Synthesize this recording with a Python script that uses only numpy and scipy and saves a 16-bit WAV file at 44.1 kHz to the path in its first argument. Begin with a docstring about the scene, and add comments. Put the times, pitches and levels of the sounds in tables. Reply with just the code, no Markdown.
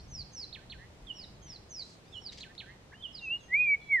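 """A bush shrike whistles clean, loud notes close to a stereo microphone in bushland.
Deeper in the trees one bird sweeps down with a faint half-pitch tone under its calls, one flicks hooked
calls with a trill, one says 'tew'; far off one whines, and thin notes follow late on. Each call is a sine
or a stack of sines gliding in pitch and level; foliage scatters it and the trees echo it. Leaves rustle
in clumps of tiny clicks, and wind rumbles and thumps on the microphone over a distant hush."""
import sys
import numpy as np
from scipy import signal
from scipy.fft import rfft, irfft, next_fast_len
from scipy.io import wavfile
from scipy.ndimage import uniform_filter1d, map_coordinates

SR = 44100
rng = np.random.default_rng(int(sys.argv[2]) if len(sys.argv) > 2 else 0)


def output_pcm(signal):
    """Save a mono or channel-first signal as 16-bit PCM at the path in sys.argv[1].

    Samples are clipped to [-1, 1] before scaling.
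    """
    pcm = np.clip(np.atleast_2d(signal).T, -1, 1) * 32767
    wavfile.write(sys.argv[1], SR, np.round(pcm).astype(np.int16))


N = 176400
LEAD_S = .2  # run-in, so echoes already ring at time zero
M = N + int(LEAD_S * SR)
T = np.arange(M) / SR - LEAD_S

# shrike's short whistles and its long one: (time [s], pitch [Hz], level [dB])
WHISTLES = [
    [(2.94, 2760, -65), (2.946, 2767, -61), (2.958, 2860, -58), (2.972, 3030, -70), (2.976, 3080, -67),
     (2.998, 3150, -64.5), (3.014, 3120, -54), (3.022, 3082, -53)],
    [(3.19, 2860, -69.5), (3.222, 2765, -48.5), (3.246, 2730, -41), (3.268, 2565, -42.5),
     (3.284, 2560, -35.5), (3.296, 2626, -42), (3.31, 2700, -32), (3.336, 2840, -31.5),
     (3.354, 2835, -34.5), (3.37, 2882, -43), (3.385, 2940, -66)],
    [(3.87, 2291, -68.5), (3.888, 2271, -47.5), (3.91, 2279, -31), (3.932, 2190, -22.5), (3.954, 2086, -23),
     (3.986, 1860, -31.5), (4.0, 1735, -31)],
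]
LONG_WHISTLE = [(3.48, 1935, -68), (3.501, 1883, -52), (3.529, 2031, -30.5), (3.546, 2188, -21.5),
                (3.557, 2292, -24.5), (3.582, 2424, -29), (3.606, 2471, -23.5), (3.636, 2484, -27),
                (3.667, 2380, -30.5), (3.676, 2350, -26.5), (3.735, 2251, -23.5), (3.749, 2210, -26.5),
                (3.765, 2240, -53.5)]
# shrike's harmonics at full voice: (pitch multiple [ratio], gain [dB])
WHISTLE_TONES = [(1, 0.5), (2, -49), (3, -59), (4, -50), (5, -54), (6, -60.5)]
# falling sweeps, the opening one begun in the run-in: (time [s], pitch [Hz], level [dB])
OPENING_SWEEP = [(-.12, 6440, -68), (-.05, 5350, -51), (.005, 4300, -58.5), (.012, 4190, -61)]
SWEEPS = [
    [(0.078, 5940, -65), (0.096, 6460, -70), (0.125, 6060, -52.5), (0.187, 4940, -45), (0.219, 4260, -46.5),
     (0.229, 3920, -51)],
    [(0.311, 5870, -65), (0.326, 6500, -68), (0.355, 6025, -47.5), (0.423, 4610, -45), (0.445, 4060, -42.5),
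     (0.451, 3920, -52)],
    [(1.13, 5680, -77), (1.17, 5600, -50), (1.204, 4980, -48.5), (1.23, 4370, -52), (1.244, 3890, -49.5),
     (1.252, 3550, -52)],
    [(1.418, 6460, -69), (1.446, 6370, -60), (1.52, 5250, -50.5), (1.564, 4110, -55), (1.574, 3900, -54)],
    [(1.69, 6550, -62), (1.702, 6560, -63), (1.722, 6090, -51), (1.788, 4880, -44.5), (1.822, 4100, -44.5),
     (1.832, 3840, -44)],
    [(2.21, 5620, -66), (2.242, 5350, -55), (2.27, 4630, -45), (2.28, 4440, -51), (2.296, 3930, -44.5),
     (2.305, 3660, -52)],
    [(3.125, 5420, -54), (3.137, 5330, -64.5), (3.153, 4910, -43.5), (3.165, 4570, -52.5),
     (3.189, 4000, -44.5), (3.202, 3490, -53)],
]
# half-pitch tone under each sweep: (gain [dB])
UNDERTONES_DB = [-30, -29, -30, -21, -30, -28, -30, -30]
# sweeps' balance at the microphone: (pitch [Hz], left over right [dB])
SWEEP_PAN = [(3800, -2.5), (4800, -6), (6000, 0.5), (6500, -7)]
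# one hooked call: (time from start [s], pitch [Hz], gain [dB])
HOOK_SHAPE = [(0, 2690, -16), (.003, 3840, 1.5), (.008, 4334, -4), (.014, 4376, -4), (.02, 4044, -5),
              (.027, 3200, -0.5), (.032, 2600, -4), (.041, 1866, -13.5), (0.053, 1600, -22),
              (0.075, 1505, -20.5)]
# hooked calls: (start [s], level [dB], left over right [dB], trill length [s], trill level [dB])
HOOKS = [(0.525, -45, -7.5, 0.041, -68), (0.696, -43.5, -5, .092, -61), (2.405, -44, -4, 0.046, -64),
         (2.577, -42, -5.5, 0.076, -55.5)]
# 'tew' notes: (time [s], pitch [Hz], level [dB])
TEWS = [
    [(1.068, 3680, -47), (1.078, 3370, -55), (1.11, 2916, -39), (1.14, 2820, -62.5)],
    [(2.122, 3400, -53), (2.128, 3640, -56), (2.166, 2930, -44), (2.195, 2930, -49.5)],
    [(3.022, 3630, -50), (3.03, 3430, -46.5), (3.064, 2902, -40.5), (3.1, 2837, -63.5)],
]
# distant whine: (time [s], pitch [Hz], level [dB])
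WHINE = [(2.04, 1000, -84), (2.065, 1190, -77), (2.12, 1310, -75), (2.19, 1400, -73), (2.21, 1390, -82)]
# partials of the whine and of a lone sine: (pitch multiple [ratio], gain [dB])
WHINE_TONES = [(2, 0), (3, 2), (4, 2), (5, -1), (6, -11)]
PURE = [(1, 0)]
# first a faint half-pitch tone under the sweeping bird's falling call at 1.4 s, then thin notes:
# (start [s], length [s], first pitch [Hz], last pitch [Hz], level [dB])
FAINT_GLIDES = [(1.408, 0.076, 3300, 3020, -72), (2.922, 0.016, 700, 1370, -61),
                (2.915, 0.026, 1376, 2500, -57), (2.927, 0.025, 1460, 1970, -53),
                (3.218, 0.064, 6440, 6160, -68), (3.395, .09, 6480, 6250, -68.5),
                (3.373, .045, 4050, 3890, -68.5), (3.387, 0.073, 3700, 3110, -71),
                (3.575, .11, 3540, 3360, -68), (3.8, .118, 3440, 3360, -68.5),
                (3.58, 0.075, 4190, 4080, -72), (3.805, 0.095, 4130, 3980, -71)]
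# leaf clumps: (start [s], length [s], level before band limits [dB], bottom [Hz], top [Hz])
RUSTLES = [(1.46, 0.076, -60.5, 1500, 4230), (1.806, 0.15, -59.5, 4260, 10000),
           (2.32, 0.018, -47, 1500, 7500), (2.373, 0.018, -49, 1500, 7950), (2.4, .014, -55, 1500, 11000),
           (2.5515, 0.002, -54.5, 1500, 11000)]
# colour of the leaves, the wind rumble and the hush: (frequency [Hz], gain [dB])
LEAF_SPECTRUM = [(800, -49), (2000, 5), (2700, -1), (3500, 4.5), (5500, 1), (7000, -2.5), (8800, -9),
                 (10500, -18), (15700, -47.5)]
RUMBLE_SPECTRUM = [(15, -19.5), (30, -10.5), (60, -6), (100, -8.5), (200, -15), (500, -120)]
HUSH_SPECTRUM = [(20, -17.5), (54, -5.5), (146, -5), (232, -10.5), (450, -13.5), (800, -18), (1400, -25.5),
                 (2000, -26.5), (3500, -29), (6300, -34.5), (7200, -37), (8800, -40.5), (9800, -46.5),
                 (12500, -47.5), (15000, -61), (15800, -67)]
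# wind rumble on the microphone: (time [s], level [dB])
WIND = [(0.0, -55.5), (0.18, -48), (0.33, -60), (0.82, -52.5), (0.93, -62), (1.25, -55), (1.9, -68.5),
        (1.97, -78), (2.2, -58.5), (2.84, -69), (3.391, -64.5), (4.0, -68.5)]
# gusts on the microphone ports: (time [s], frequency [Hz], peak level [dB])
THUMPS = [(.8, 51.5, -50), (1.035, 42.7, -46.5)]
# stereo width of the hush: (frequency [Hz], side over mid [dB])
HUSH_WIDTH = [(60, -25.5), (200, -9.5), (500, -6), (1300, 1), (4000, 1), (8000, 3.5), (14000, 10.5)]


def shrike():
    """Close to the microphone: clean whistles whose faint overtones grow with loudness."""
    song = sing([*WHISTLES, LONG_WHISTLE], WHISTLE_TONES, flicker_db=.15, pan=-1.8, full_db=-28.5)
    return echoes(one_sample_late(song, channel=1), wet_db=-26, t60=1, gap_s=.014)


def sweeping_bird():
    """Deep in the trees: falling sweeps with weak tones at half and three halves of the pitch."""
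    song = np.zeros((2, M))
    for sweep, under_db in zip([OPENING_SWEEP, *SWEEPS], UNDERTONES_DB):
        tones = [(1 / 2, under_db), (1, 0), (3 / 2, -37)]
        song += sing([sweep], tones, flicker_db=3, pan=SWEEP_PAN, glide_samples=300)
    return echoes(one_sample_late(song, channel=0), wet_db=-8.5, t60=.56, gap_s=.006, foliage_db=-9)


def hook_bird(trill_delay_s=.08, trill_hz=1700, rise_hz_per_s=3600, beat_hz=186):
    """In foliage to the right: a quick rise and long fall, then a low beating trill."""
    song = np.zeros((2, M))
    beat = 1 + np.sin(2 * np.pi * beat_hz * T)
    for start, db, pan_db, length, trill_db in HOOKS:
        hook = [(start + offset, hz, db + gain) for offset, hz, gain in HOOK_SHAPE]
        last_hz = trill_hz + rise_hz_per_s * length
        trill = glide(start + trill_delay_s, length, trill_hz, last_hz, trill_db, fade_s=.03)
        song += sing([hook], PURE, flicker_db=1.3, pan=pan_db)
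        song += beat * sing([trill], PURE, flicker_db=1.2, pan=pan_db)
    return echoes(one_sample_late(song, channel=0), wet_db=-10, t60=.65, gap_s=.0056, foliage_db=-5.5)


def tew_bird():
    """Well to the right: short, pure, dropping notes."""
    song = sing(TEWS, PURE, flicker_db=1.5, pan=-8)
    return echoes(song, wet_db=-10.5, t60=.8, gap_s=.013, foliage_db=-11.5)


def faint_calls():
    """A far whine with no fundamental, a half-pitch tone under the sweep at 1.4 s, later thin notes."""
    whine = sing([WHINE], WHINE_TONES, flicker_db=3, pan=-1.5)
    glides = sing([glide(*note, fade_s=.012) for note in FAINT_GLIDES], PURE, flicker_db=3.54, pan=-1.5)
    return echoes(whine + glides, wet_db=-11, t60=.3, gap_s=.01)


def leaves(grains_per_s=10000, spread_db=2.5, rise_share=.16, loss_db=1.5):
    """A little to the left: clumps of tiny leaf clicks that swell quickly, sag and stop."""
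    def colour(hz):
        return amp(along(LEAF_SPECTRUM, hz))

    strikes = rng.random(M) < grains_per_s / SR
    grains = strikes * rng.standard_normal(M) * amp(spread_db * wobble(300))
    grains /= np.std(filtered(grains, colour))
    rustle = np.zeros(M)
    for start, length, db, bottom_hz, top_hz in RUSTLES:
        def band(hz):
            return colour(hz) / (1 + (hz / top_hz) ** 6) / (1 + (bottom_hz / (hz + 1)) ** 4)

        progress = np.clip((T - start) / length, 0, 1)
        envelope = amp(db - loss_db * progress) * np.minimum(progress / rise_share, 1) * (progress < 1)
        rustle += filtered(grains * envelope, band)
    return echoes(placed(rustle, pan_db=2.5), wet_db=-2, t60=.26, gap_s=.003)


def wind(gust_db=1.5, side_db=-14.5):
    """On the microphone: lumpy low rumble, near the centre."""
    mid, side = filtered(rng.standard_normal((2, M)), lambda hz: amp(along(RUMBLE_SPECTRUM, hz)))
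    times, db = np.transpose(WIND)
    level_db = np.interp(T, times, db) + gust_db * wobble(3.7)
    return amp(level_db) * mid_side(mid, side * amp(side_db))


def thumps(half_width_s=.028):
    """Gusts give short low pushes, alike on both microphone ports."""
    return sum(amp(db) * np.exp(-((T - time) / half_width_s) ** 2) * np.cos(2 * np.pi * hz * (T - time))
               for time, hz, db in THUMPS)


def hush(mid_db=-57, drift_db=.24):
    """Distant air all round: steady noise, wide in the treble."""
    mid, side = rng.standard_normal((2, M))
    mid = filtered(mid, lambda hz: amp(along(HUSH_SPECTRUM, hz)))
    side = filtered(side, lambda hz: amp(along(HUSH_SPECTRUM, hz) + along(HUSH_WIDTH, hz)))
    return amp(mid_db + drift_db * wobble(2.3)) * mid_side(mid, side)


def echoes(x, wet_db, t60, gap_s, foliage_db=-40):
    """Direct sound, close scatter from foliage and the trees' lumpy, slowly changing answer."""
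    trees_s, edge_s = .17, .013  # the farthest strong reflectors, how softly they end
    foliage_s, lumps_db = .012, 2
    out, step, t = x.copy(), SR // 8, np.arange(SR // 2) / SR
    reflectors = .25 + 1 / (1 + np.exp((t - trees_s) / edge_s))
    decay = amp(-60 * t / t60) * (1 - np.exp(-t / gap_s)) * reflectors
    for start in range(0, M, step):  # each overlapping piece gets its own echo
        tail = rng.standard_normal((2, len(t))) * decay * amp(lumps_db * wobble(60)[:len(t)])
        scatter = rng.standard_normal(len(t)) * np.exp(-t / foliage_s)
        answer = amp(wet_db) * tail / np.linalg.norm(tail[0])
        answer += amp(foliage_db) * scatter / np.linalg.norm(scatter)
        piece = x[:, start:start + 2 * step]
        window = np.sin(np.pi * np.arange(piece.shape[1]) / (2 * step))
        wet = signal.fftconvolve(piece * window, answer, axes=1)[:, :M - start]
        out[:, start:start + wet.shape[1]] += wet
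    return out


def sing(notes, tones, flicker_db, pan, full_db=-200, glide_samples=88, edge_s=.004):
    """A bird's voice: wavering sine stacks; pan is left over right in dB, fixed or a table by pitch."""
    out = np.zeros((2, M))
    flicker = flicker_db * wobble(250)
    waver = .0012 * flicker_db * wobble(120)
    for note in notes:
        times, hz, db = np.transpose(note)
        on = (T >= times[0]) & (T < times[-1])
        t = T[on]
        pitch = uniform_filter1d(np.interp(t, times, hz), glide_samples, mode="nearest")
        pitch *= 1 + waver[on]
        phase = 2 * np.pi * np.cumsum(pitch) / SR
        level_db = np.interp(t, times, db)
        end = times[-1] + (times[-1] > T[-1])  # a note that outlasts the scene stays open
        edge = np.clip(np.minimum(t - times[0], end - t) / edge_s, 0, 1)
        soft_db = 2 * np.minimum(level_db - full_db, 0)  # overtones sink below full voice
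        wave = np.zeros(len(t))
        for multiple, gain_db in tones:
            overtone_db = (multiple > 1) * (soft_db + 3 * wobble(45)[on])
            wave += amp(gain_db + overtone_db) * np.sin(multiple * phase)
        pan_db = pan if np.isscalar(pan) else along(pan, pitch)
        out[:, on] += placed(np.sqrt(2) * edge * amp(level_db + flicker[on]) * wave, pan_db)
    return out


def glide(start, length, first_hz, last_hz, db, fade_s):
    """A note that slides straight in pitch, swelling in and dying away."""
    fade = min(fade_s, length / 3)
    return [(start + offset, first_hz + (last_hz - first_hz) * offset / length, db + gain)
            for offset, gain in [(0, -10), (fade, 0), (length - fade, 0), (length, -10)]]


def one_sample_late(x, channel):
    """One microphone port (0 left, 1 right) hears the sound a sample after the other."""
    return np.array([np.roll(port, int(k == channel)) for k, port in enumerate(x)])


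def placed(x, pan_db):
    """Mono to stereo, left over right by pan_db."""
    return np.array([x * amp(pan_db / 2), x * amp(-pan_db / 2)])


def mid_side(mid, side):
    """Left and right, scaled so the mid has unit strength."""
    return np.array([mid + side, mid - side]) / np.std(mid)


def amp(db):
    return 10 ** (np.asarray(db) / 20)


def along(points, hz):
    """A table's value at hz, on a log frequency axis."""
    freqs, values = np.transpose(points)
    return np.interp(np.log(hz + 1), np.log(freqs + 1), values)


def wobble(rate):
    """A smooth random curve, rate knots a second."""
    return map_coordinates(rng.standard_normal(int(M * rate / SR) + 4), [np.arange(M) * rate / SR])


def filtered(x, response):
    """x shaped by a frequency response."""
    size = next_fast_len(M + 8192)
    return irfft(rfft(x, size) * response(np.fft.rfftfreq(size, 1 / SR)), size)[..., :x.shape[-1]]


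def scene():
    """Birds, leaves and air from one microphone position, after the run-in."""
    birds = shrike() + sweeping_bird() + hook_bird() + tew_bird() + faint_calls()
    return (birds + leaves() + hush() + wind() + thumps())[:, M - N:]


def record(dry, top_hz=15720):
    """The camera keeps nothing above its band limit."""
    return filtered(dry, lambda hz: hz < top_hz)


dry = scene()
out = record(dry)
output_pcm(out)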